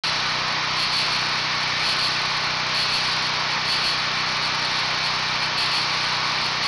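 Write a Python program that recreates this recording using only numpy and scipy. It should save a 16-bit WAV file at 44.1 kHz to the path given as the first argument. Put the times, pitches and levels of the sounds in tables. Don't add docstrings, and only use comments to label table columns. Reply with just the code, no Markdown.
import sys
import numpy as np
from scipy import signal
from scipy.fft import rfft, irfft, next_fast_len
from scipy.io import wavfile

SR = 44100
rng = np.random.default_rng(int(sys.argv[2]) if len(sys.argv) > 2 else 0)


def pcm_store(signal):
    levels = np.round(np.clip(np.atleast_2d(signal), -1, 1) * 32767)
    wavfile.write(sys.argv[1], SR, levels.astype(np.int16).T)


N = 294147
TIME = np.arange(N) / SR

# time_s, turns_per_s
MOTOR_SPEED = [(0, 31.09), (.9, 31.1), (2, 31.16), (3.3, 31.22), (3.8, 31.2), (4.3, 31.09), (5.2, 31.14),
               (6.1, 31.07), (6.67, 31.12)]


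def from_db(db):
    return 10 ** (np.asarray(db) / 20)


def unit_rms(x):
    return x / np.sqrt(np.mean(x ** 2) + 1e-20)


def automation(points):
    return np.interp(TIME, *np.transpose(points))


def drift(rate_hz):
    step, settle = 40, 2000
    pole = np.exp(-2 * np.pi * rate_hz * step / SR)
    noise = rng.standard_normal(N // step + settle + 2)
    slow = signal.lfilter([1], [1, -2 * pole, pole * pole], noise)[settle:]
    return np.interp(np.arange(N) / step, np.arange(len(slow)), unit_rms(slow))


def coloured_noise(spectrum):
    hz, db = np.transpose(spectrum)
    size = next_fast_len(N)
    bins_hz = np.maximum(np.fft.rfftfreq(size, 1 / SR), 1)
    roll_off = np.minimum(hz[-1] / bins_hz, 1) ** 10
    gain = from_db(np.interp(np.log(bins_hz), np.log(hz), db)) * roll_off
    return unit_rms(irfft(rfft(rng.standard_normal(size)) * gain, size)[:N])


def resonate(x, hz, width_hz):
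    r = np.exp(-np.pi * width_hz / SR)
    feedback = [1, -2 * r * np.cos(2 * np.pi * hz / SR), r * r]
    return signal.lfilter(np.array([1, 0, -1]) * (1 - r * r) / 2, feedback, x + 1e-18)


def low_pass(x, hz, order):
    return signal.sosfilt(signal.butter(order, hz, fs=SR, output="sos"), x)


def stroke(middle_s, length_s, steepness=2.7):
    return np.exp(-np.abs(2 * (TIME - middle_s) / length_s) ** steepness)


def wing_force(spacing_s=0.15, near_length_s=0.093, far_length_s=0.059, third_stroke_db=-6.5):
    # first_stroke_middle_s, stroke_count, level_db, second_stroke_accent_db
    phrases = [(-0.1, 2, -26.5, -2), (0.825, 3, -24, 2), (1.885, 2, -21.8, -2), (2.795, 2, -23, 0),
               (3.725, 2, -21.5, -1), (5.61, 2, -23.5, -0.5), (6.67, 1, -28, 0)]
    # middle_s, level_db
    far_strokes = [(1.633, -34), (2.376, -31.5), (3.255, -33), (3.524, -31), (4.287, -33), (4.445, -31),
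                   (4.636, -30), (4.808, -33), (5.055, -30), (5.434, -30), (6.453, -31)]
    force = sum(from_db(db) * stroke(middle_s, far_length_s) for middle_s, db in far_strokes)
    for first_s, count, db, accent_db in phrases:
        for k, change_db in enumerate([0, accent_db, third_stroke_db][:round(count)]):
            force += from_db(db + change_db) * stroke(first_s + k * spacing_s, near_length_s)
    return force


def katydids(teeth_per_s=190, jitter=.2, tooth_spread_db=3.15, scrape=0.14, gain_db=-5.0):
    # pitch_hz, width_hz, gain_db
    wing_modes = [(2700, 420, -7.5), (4412, 300, -2), (5180, 380, -12.5)]
    teeth_passed = np.cumsum(teeth_per_s * np.exp(jitter * drift(60))) / SR
    clicks = np.diff(np.floor(teeth_passed), prepend=0)
    clicks *= from_db(tooth_spread_db * rng.standard_normal(N))
    drive = unit_rms(clicks) + scrape * rng.standard_normal(N)
    ring = sum((-1) ** k * from_db(db) * resonate(drive, hz, width_hz)
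               for k, (hz, width_hz, db) in enumerate(wing_modes))
    among_leaves = trees(unit_rms(ring) * wing_force(), t60_s=0.022, wet_db=4.5)
    return from_db(gain_db) * trees(among_leaves, t60_s=0.68, wet_db=-5.5)


def trees(x, t60_s, wet_db):
    tail = rng.standard_normal(SR) * from_db(-60 * TIME[:SR] / t60_s)
    return x + from_db(wet_db) * signal.fftconvolve(x, tail / np.linalg.norm(tail))[:N]


def chorus(beat_s=0.99, first_swell_s=0.051, swell_db=1, throb_db=.5, rasp_db=0.4):
    # frequency_hz, density_db
    colour = [(1500, -26.5), (2500, -1.5), (3300, -4.5), (3900, 1.5), (4450, 3.5), (4950, -3), (5400, -4.5),
              (6000, -14), (6500, -18.5), (7200, -25)]
    # time_s, level_db
    fader = [(0, -27.5), (.6, -29), (1.5, -27.5), (2.5, -29.3), (3.2, -27.5), (4.05, -30), (4.45, -27.5),
             (5.25, -29.5), (6.35, -27.5), (6.67, -28.3)]
    beat = np.cos(2 * np.pi * (TIME - first_swell_s) / beat_s)
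    level_db = automation(fader) + swell_db * beat + throb_db * drift(10.0) + rasp_db * drift(225)
    return from_db(level_db) * coloured_noise(colour)


def motor(turns, gain_db=0.73, waver=0.44, in_step_harmonic=10.5):
    # harmonic, level_db
    hum = [(2, -55), (3, -60), (4, -46), (5, -44), (6, -55), (7, -50), (8, -54), (10, -52), (12, -54),
           (13, -56), (19, -54), (20, -54), (22, -52), (23, -53), (27, -47), (28, -49), (30, -45),
           (32, -48), (34, -44), (35, -50), (36, -43), (37, -50), (38, -45), (40, -48), (42, -47),
           (44, -49), (46, -49), (48, -42), (54, -51), (58, -45)]
    # pitch_hz, level_db
    rattle = [(300, -63.5), (900, -56.5), (1250, -47.5), (1650, -54), (2000, -54.5), (2350, -49.5),
              (2600, -61)]
    hum_db = dict(hum)
    rattle_hz, rattle_db = np.transpose(rattle)
    turns_per_s = MOTOR_SPEED[0][1]
    drone = np.zeros(N)
    for k in range(2, 84):
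        db = hum_db.get(k, np.interp(k * turns_per_s, rattle_hz, rattle_db))
        unrest = waver * k / max(hum_db)
        scatter = (k / in_step_harmonic) ** 2 * rng.standard_normal()
        phase = 2 * np.pi * k * turns + scatter + unrest * drift(1.8)
        flutter = unit_rms(1 + unrest * drift(1.7))
        drone += np.sqrt(2) * from_db(db) * flutter * np.cos(phase)
    return from_db(gain_db) * drone


def fan(pulse, rush_db=-27.0):
    # frequency_hz, density_db
    rush_colour = [(20, -17), (120, -13.5), (400, -11), (720, -5), (900, 0), (1150, 0), (1580, -4),
                   (1850, 0), (2150, -2), (2340, 3), (2500, -3.5), (3300, -6), (5300, -11), (6800, -19)]
    return from_db(rush_db) * coloured_noise(rush_colour) * pulse


def trills(pulse, trill_hz=1066, trill_gain_db=-3.0):
    # time_s, level_db
    trill_fader = [(0, -41), (.5, -32.5), (1.0, -35), (1.9, -38), (3.1, -38), (3.4, -31), (3.8, -44),
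                   (4.55, -33.5), (5.0, -38), (5.7, -43), (5.95, -33), (6.35, -31), (6.67, -37)]
    trill = rng.standard_normal(N)
    for _ in range(2):
        trill = resonate(trill, trill_hz, width_hz=370)
    return from_db(automation(trill_fader) + trill_gain_db) * unit_rms(trill) * pulse


def scene():
    turns = np.cumsum(automation(MOTOR_SPEED)) / SR
    pulse = 1 + 0.045 * np.cos(2 * np.pi * turns)
    return (katydids() + chorus() + motor(turns) + fan(pulse) + trills(pulse))[None]


def record(dry, ceiling=0.063, hiss_db=-67.5, fizz_gain_db=7.0, start_s=.036, cutoff_hz=12900):
    treble_lift = [1, -.8]
    bright = signal.lfilter(treble_lift, [1], low_pass(dry, 6410, order=14))
    clipped = np.clip(bright, -ceiling, ceiling)
    overloaded = signal.lfilter([1], treble_lift, clipped)
    overloaded += from_db(hiss_db) * rng.standard_normal(dry.shape)
    fizz = signal.sosfilt(signal.butter(4, 7800, "high", fs=SR, output="sos"), overloaded)
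    mix = low_pass(overloaded, 7000, order=6) + from_db(fizz_gain_db) * fizz
    mix = low_pass(mix * (TIME > start_s), 10930, order=16)
    return signal.sosfilt(signal.cheby2(16, 60, cutoff_hz, fs=SR, output="sos"), mix)


dry = scene()
out = record(dry)
pcm_store(out)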